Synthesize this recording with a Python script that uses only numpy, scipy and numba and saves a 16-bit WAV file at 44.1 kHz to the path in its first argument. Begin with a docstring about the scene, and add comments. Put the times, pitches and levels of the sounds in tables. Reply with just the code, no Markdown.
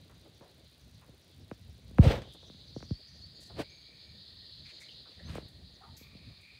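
"""A porch at night: many crickets hiss together, louder while the phone's pickup narrows on two kittens.
Around the scratcher, claw scuffs, clicks and soft low taps are short noise bursts, some narrow and pitched.
Fingers tap and drag on the phone, the hand rumbles and creaks, the lens motor ticks: pushes, noise, pulses.
Air and a patchy rustle are coloured noise; small chirps are gliding tones, trills are narrow pulsing noise."""
import sys
import numpy as np
from scipy import signal
from scipy.fft import rfft, irfft, next_fast_len
from scipy.io import wavfile
from scipy.ndimage import uniform_filter1d
from numba import njit

SR = 44100
rng = np.random.default_rng(int(sys.argv[2]) if len(sys.argv) > 2 else 0)


def store_wav(level_fs):
    """Save 16-bit WAV to argv[1]."""
    pcm = np.round(np.clip(np.atleast_2d(level_fs), -1, 1) * 32767)
    wavfile.write(sys.argv[1], SR, pcm.T.astype(np.int16))


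N = 290619  # length in samples


def undb(db):
    """Gain of a level in dB."""
    return 10 ** (np.asarray(db) / 20)


def curve(rows):
    """Columns of a time table joined by straight lines, one value a sample."""
    s, *columns = np.transpose(rows)
    return [np.interp(np.arange(N) / SR, s, column) for column in columns]


def shaped(x, points):
    """Colour x by a table of (f/Hz, level/dB) points, then set its rms to 1."""
    hz, db = np.transpose(points)
    size = next_fast_len(len(x))
    f = np.fft.rfftfreq(size, 1 / SR) + 1e-3  # keeps the logarithm finite at 0 Hz
    gain = undb(np.interp(np.log(f), np.log(hz), db, left=-90, right=-90))
    y = irfft(rfft(x, size) * gain, size)[:len(x)]
    return y / np.std(y)


@njit
def svf(x, hz, width):
    """State-variable band-pass with a moving centre, gain 1 at the centre."""
    y, band, low = np.empty(len(x)), 0., 0.
    for i in range(len(x)):
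        g, k = np.tan(np.pi * hz[i] / SR), width / hz[i]
        v = (band + g * (x[i] - low)) / (1 + g * (g + k))
        band, low, y[i] = 2 * v - band, low + 2 * g * v, k * v
    return y


def narrow(x, hz, width):
    """A resonance applied twice, rms 1; its centre may move."""
    centre = hz * np.ones(len(x))
    # each pass is wider, so that the two together come close to width
    once = svf(x, centre, 1.5 * width)
    y = svf(once, centre, 1.5 * width)
    return y / np.std(y)


def walk(rate):
    """Random levels held 1 / rate s and smoothed twice; spread 1."""
    hold = int(SR / rate)
    steps = np.repeat(rng.standard_normal(N // hold + 1), hold)
    w = uniform_filter1d(uniform_filter1d(steps, hold), hold)[:N]
    return w / np.std(w)


def grainy(db, rate):
    """Noise whose level flickers by db, rate times a second."""
    return rng.standard_normal(N) * undb(db * walk(rate))


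def add(out, s, x):
    """Mix x into out from time s."""
    i = int(s * SR)
    out[i:i + len(x)] += x[:N - i]


# colour of the quiet air: (f/Hz, relative level/dB per Hz)
AIR_COLOUR = [(500, -38.5), (800, -8), (1300, -8), (2400, -5), (5000, -14.5), (6600, -13), (7900, -17),
              (9800, -14.5), (11500, -22.5), (15900, -20.5)]


def quiet_air(level_db=-71):
    """A faint, nearly steady hiss of coloured noise."""
    return shaped(grainy(0.29, 34), AIR_COLOUR) * undb(level_db)


# cricket chorus over time: (t/s, level/dB, centre of its strongest part f/Hz)
CHORUS_PATH = [(0, -67.5, 3900), (1.95, -68, 3930), (2.25, -61.5, 3200), (2.6, -59.5, 4020),
               (3.0, -59, 4750), (3.5, -58, 4420), (5.0, -56.5, 4180), (5.45, -62, 4180), (6.59, -62, 4220)]
# colour of the whole chorus: (f/Hz, relative level/dB per Hz)
CHORUS_COLOUR = [(2500, -12.5), (3050, -2.5), (3400, 2), (4800, 1.5), (5100, -3.5), (5350, -14),
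                 (6000, -45)]


def crickets():
    """So many singers that their pulses merge into a hiss; the narrowed pickup lifts its strongest part."""
    db, hz = curve(CHORUS_PATH)
    wide = shaped(grainy(1.73, 40), CHORUS_COLOUR)
    focus = np.clip((db + 71) / 8, 0, 1)  # the louder the chorus, the narrower the pickup
    focused = 0.28 * wide + 1.485 * svf(wide, hz, 844.0)
    chorus = (1 - focus) * wide + focus * focused
    # a few nearer singers stand out for a moment each
    for near_hz in np.linspace(3700, 4850, num=5):
        chorus = chorus + undb(-19) * narrow(grainy(5.0, 14), near_hz, 120)
    return chorus * undb(db + .6 * walk(5))


# grip on the phone: (t/s, rumble level/dB, level/dB of the creak of skin on the case)
GRIP_PATH = [(0, -60, -67.5), (.75, -61.5, -70.5), (1.3, -61.5, -70.5), (1.9, -52.5, -67),
             (2.4, -61.5, -67), (2.7, -60.5, -69.5), (3.5, -55.5, -67.5), (3.95, -67.5, -72.5),
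             (5.05, -60, -67.5), (5.5, -55.5, -65.5), (5.75, -55, -70.5), (6.1, -57.5, -68.5),
             (6.59, -59, -73)]
# the hand shifts its hold: (t/s of the peak, rumble level/dB, half length t/s)
HOLD_SHIFTS = [(.92, -59, 0.11), (1.109, -58, 0.053), (1.42, -55, 0.062), (1.674, -61, 0.074),
               (2.854, -51, 0.13), (3.278, -64, 0.025), (4.303, -74.5, 0.47), (5.198, -53.5, 0.023),
               (5.458, -49.5, 0.014), (6.3, -52.5, 0.047)]
# colour of the low rumble, also used for the thud of a drag: (f/Hz, relative level/dB per Hz)
RUMBLE_COLOUR = [(28, -61), (45, -9), (65, 4.5), (140, -0.5), (250, -10.5), (400, -31)]


def hand():
    """The grip shakes the case in uneven low swells; skin creaks above them."""
    t = np.arange(N) / SR
    rumble_gain, creak_gain = undb(curve(GRIP_PATH))
    for s, db, half in HOLD_SHIFTS:
        rumble_gain = rumble_gain + undb(db) * np.clip(1 - ((t - s) / half) ** 2, 0, 1)
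    rumble = shaped(grainy(3.6, 17), RUMBLE_COLOUR)
    creak = shaped(grainy(3.45, 60), [(180, -7.0), (300, -1.0), (650, -5.0), (900, -17.0), (1400, -38)])
    return rumble * rumble_gain + creak * creak_gain


# airy rustle, perhaps fur on carpet; the first level also holds before its time: (t/s, level/dB)
RUSTLE_PATH = [(2.36, -80), (2.48, -71), (2.6, -80), (2.74, -78.5), (2.78, -66.5), (2.95, -74), (3.04, -89),
               (3.08, -69), (3.25, -77), (3.33, -93.5), (4.5, -101), (4.58, -76), (4.68, -78), (4.78, -73),
               (4.9, -68), (5.0, -92), (5.1, -99)]


def rustle(centre_hz=5880, width_hz=1500):
    """A patchy high rustle: flickering noise through two resonances whose centre wanders."""
    hz = centre_hz * (1 + .05 * walk(12))
    once = svf(grainy(4.5, 50), hz, 1. * width_hz)
    x = svf(once, hz, 1. * width_hz)
    return x / np.std(x) * undb(curve(RUSTLE_PATH)[0])


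# how likely each tick is, repeated in this order: one column, chance from 0 to 1 [no unit]
STEP_CHANCE = [.6, .1, 1, .1, 1, .9]


def lens(rate=60, start_s=.0137, zoom_s=2.0, before_db=-50, zoomed_db=-67):
    """Motor steps make thin ticks on the picture clock; some pictures need no step."""
    count = int(N / SR * rate) - 1
    luck = rng.random((count, 3))
    jitter = 0.0015 * (luck[:, 0] - .5)
    s = start_s + np.arange(count) / rate + jitter
    happens = luck[:, 1] < np.resize(STEP_CHANCE, count)
    steps = np.zeros(N)
    steps[(s * SR).astype(int)] = happens * undb(2.0 * luck[:, 2])
    tick = svf(steps, np.full(N, 9600.), 2200.) + .8 * svf(steps, np.full(N, 13500.), 4000.)
    level_db = np.where(np.arange(N) < zoom_s * SR, before_db, zoomed_db)
    return tick / np.max(np.abs(tick)) * undb(level_db)


# claw scuffs, clicks and a few soft low taps: (t/s, level/dB, centre f/Hz, time to fall by 60 dB t/s)
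SHORT_BURSTS = [(0.094, -59, 1000, 0.24), (0.249, -55.5, 328, 0.32), (0.409, -55, 474, 0.38),
                (1.01, -62.5, 935, 0.42), (2.218, -49.5, 2420, 0.062), (2.324, -58, 8900, 0.018),
                (2.334, -61, 8340, 0.086), (2.346, -52, 298, 0.11), (2.427, -49.5, 418, 0.09),
                (3.497, -48.5, 487, 0.14), (3.264, -63, 7000, 0.045), (3.402, -55.5, 6600, 0.33),
                (4.65, -55.5, 2550, 0.55), (4.798, -55.5, 5460, 0.23), (5.051, -60.5, 1090, 0.28),
                (5.1, -59.5, 2300, 0.59), (5.29, -60, 7240, 0.043), (5.311, -57, 6860, 0.059),
                (5.352, -52.5, 9100, 0.03), (5.483, -61, 9700, 0.1), (5.965, -53.5, 5800, 0.28),
                (5.97, -56, 12500, 0.29), (6.41, -67, 9000, 0.14)]
# narrow pitched scuffs, the low ones near 5.8 s perhaps a faint kitten trill: (t/s, level/dB, centre f/Hz)
NARROW_SCUFFS = [(4.648, -54, 2270), (4.805, -54.5, 2200), (4.882, -56, 3000), (5.19, -60, 1830),
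                 (5.802, -57, 780), (5.814, -55.5, 1200), (5.858, -57.5, 920)]


def scuffs(attack_share=0.017):
    """Short noise bursts, wide or narrow and pitched, start quickly and die away in the porch."""
    out, grain = np.zeros(N), grainy(2.5, 70)
    slide = 1 + .025 * walk(30)  # the pitch wavers
    # widths are shares of the centre frequency
    wide = [(s, db, hz, 0.83 * hz, t60) for s, db, hz, t60 in SHORT_BURSTS]
    pitched = [(s, db, hz, 0.15 * hz, 0.33) for s, db, hz in NARROW_SCUFFS]
    for s, db, hz, width, t60 in wide + pitched:
        part = slice(int(s * SR), int((s + t60) * SR))
        x = narrow(grain[part], hz * slide[part], width)
        t = np.arange(len(x)) / SR
        attack = 1 - np.exp(-t / (attack_share * t60))
        decay = undb(-60 * t / t60)
        add(out, s, undb(db) * x * attack * decay)
    return out


# finger taps on the phone, some sharp, some deep and dull:
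# (t/s, click peak level/dB, thud peak level/dB, thud f/Hz)
FINGER_TAPS = [(0.409, -56, -48.5, 450), (1.089, -76, -49.5, 345), (1.513, -39, -36, 403),
               (1.909, -63, -45.5, 293), (1.984, -27.5, -29, 870), (1.988, -45, -6.5, 185),
               (2.057, -50, -12.5, 115), (2.498, -54.5, -47, 356), (2.543, -66, -55, 302),
               (2.805, -53, -60.5, 400), (2.826, -43, -45, 347), (2.762, -75, -32.5, 440),
               (2.907, -54, -25, 205), (3.597, -44, -28, 600), (5.289, -62.5, -64, 202),
               (5.354, -45, -36.5, 700), (5.381, -45, -34, 636), (5.425, -65, -47.5, 260),
               (6.01, -85, -49.5, 377), (6.149, -85, -45.5, 258)]


def taps(turns=1.75, click_hz=1800, case_hz=52, steepness=2.8, rattle_db=-12, rattle_t60_s=.08):
    """A short push heard through the case: the treble arrives first, each octave down twice as late."""
    out, size = np.zeros(N), 8192
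    f = np.fft.rfftfreq(size, 1 / SR) + 1
    delay = np.exp(-2j * np.pi * turns * np.log(np.minimum(f / 3020.0, 1)))
    late = delay / (1 + (case_hz / f) ** 6)  # the case passes little below case_hz
    click = irfft(late * f / (f + 950.0) / (1 + (f / click_hz) ** 2) ** 2, size)
    click = click / np.max(np.abs(click))
    for s, click_db, thud_db, hz in FINGER_TAPS:
        # a fingertip is soft: little above the pitch of its contact
        thud = irfft(late * (f / hz) ** 0.96 / (1 + (f / hz) ** 2) ** steepness, size)
        thud = thud / np.max(np.abs(thud))
        add(out, s, undb(click_db) * click + undb(thud_db) * thud)
    # rough tail of the case after each push
    t = np.arange(size) / SR
    rattle = rng.standard_normal(size) * undb(-60 * t / rattle_t60_s)
    tail = signal.fftconvolve(out, rattle / np.linalg.norm(rattle))[:N]
    return out + undb(rattle_db) * tail


# a finger drags over the case: (t/s, hold t/s, rub level/dB, thud level/dB,
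# rub rise/dB per s, rub fall/dB per s, treble gain/dB)
FINGER_DRAGS = [(2.042, 0.011, -32.5, -26.5, 496, 256, -1.5), (2.103, 0.023, -30.5, -37.5, 301.5, 207, -10),
                (3.594, .024, -37.5, -44, 650, 1000, -2), (5.297, 0.0053, -62.5, -44, 297, 400, -6),
                (5.357, 0.013, -54.5, -45.5, 300, 309, 0.1)]
# colour of the rough middle: (f/Hz, relative level/dB per Hz)
RUB_COLOUR = [(150, -43), (220, -7.5), (540, -3), (800, -12), (1300, -28.5), (2000, -51)]
# colour of the hiss before the treble gain: (f/Hz, relative level/dB per Hz)
HISS_COLOUR = [(600, -30), (900, 0.5), (1900, 1), (3640, -2), (4900, -8), (7100, -17.5), (8390, -13),
               (11300, -21.5), (15900, -27)]


def drags(hiss_at_db=-39.5, hiss_follows=0.51, thud_lingers=0.62):
    """Skin sticks and slips: lumpy lows, a rough middle, a dense hiss on top."""
    thud = shaped(grainy(2.0, 40), RUMBLE_COLOUR)
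    rub = shaped(grainy(2.2, 120), RUB_COLOUR)
    hiss = shaped(grainy(1.2, 90), HISS_COLOUR)
    treble = svf(hiss, np.full(N, 9500.), 10000.)
    out, t = 0, np.arange(N) / SR
    for s, hold, rub_db, thud_db, rise, fall, treble_db in FINGER_DRAGS:
        ease_db = -np.maximum(0, np.maximum(rise * (s - t), fall * (t - s - hold)))
        # hiss_at_db belongs to a rub of -31 dB; a louder rub hisses louder
        hiss_db = hiss_at_db + hiss_follows * (rub_db + 31.0)
        bright_hiss = hiss + (undb(treble_db) - 1) * treble
        skin = rub * undb(rub_db) + bright_hiss * undb(hiss_db)
        # the thud swells and fades more gently than the skin
        out = out + thud * undb(thud_db + thud_lingers * ease_db) + skin * undb(ease_db)
    return out


# single insects: (start t/s, end t/s, centre f/Hz, width f/Hz, level/dB)
SINGLE_INSECTS = [(2.96, 3.22, 2400, 200, -73), (3.64, 4.18, 2340, 170, -70.5),
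                  (5.98, 6.7, 2370, 230, -66.5), (6.0, 6.45, 1170, 150, -80), (2.8, 6.7, 1860, 120, -78),
                  (3.69, 4.24, 6520, 150, -78)]


def trills(rate=40):
    """Each singer scrapes a narrow resonance in uneven pulses."""
    out, t = 0, np.arange(N) / SR
    pulse_hz = rate * (1 + .2 * walk(6))
    pulse = 1 + .25 * np.sin(2 * np.pi * np.cumsum(pulse_hz) / SR)
    for start, end, hz, width, db in SINGLE_INSECTS:
        gate = np.clip((t - start) / 0.0035, 0, 1) * np.clip((end - t) / 0.077, 0, 1)
        song = narrow(grainy(2.5, 14) * pulse, hz * (1 + .007 * walk(10)), width)
        out = out + undb(db) * gate * song
    return out


# short gliding chirps: (t/s, length t/s, start f/Hz, end f/Hz, level/dB before swell and roughness)
GLIDING_CHIRPS = [(2.931, 0.067, 4260, 4890, -54), (3.1, 0.023, 6800, 5400, -70),
                  (3.212, 0.065, 4280, 4790, -53), (3.34, 0.068, 6600, 6950, -75),
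                  (3.701, 0.015, 6400, 6400, -64), (5.246, 0.059, 6050, 6500, -68),
                  (5.736, 0.032, 6900, 5470, -73)]


def chirps():
    """Rough, broken whistles: sine tones that glide in pitch."""
    out, rough = np.zeros(N), undb(2.5 * walk(150))
    waver = 1 + .009 * walk(300)
    for s, length, start_hz, end_hz, db in GLIDING_CHIRPS:
        u = np.linspace(0, 1, int(length * SR))  # progress through the chirp
        hz = (start_hz + (end_hz - start_hz) * u) * waver[int(s * SR):][:len(u)]
        swell = np.sin(np.pi * u) ** .5
        whistle = np.sin(2 * np.pi * np.cumsum(hz) / SR)
        add(out, s, np.sqrt(2) * undb(db) * swell * whistle)
    return out * rough


def scene():
    """Everything at the one microphone."""
    background = quiet_air() + crickets() + hand() + rustle() + lens()
    events = scuffs() + taps() + drags() + trills() + chirps()
    return (background + events)[None]


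def record(dry):
    """The phone cuts the top above 15650 Hz with a steep low-pass."""
    return signal.sosfilt(signal.ellip(10, .2, 80, 15650, fs=SR, output="sos"), dry)


dry = scene()
out = record(dry)
store_wav(out)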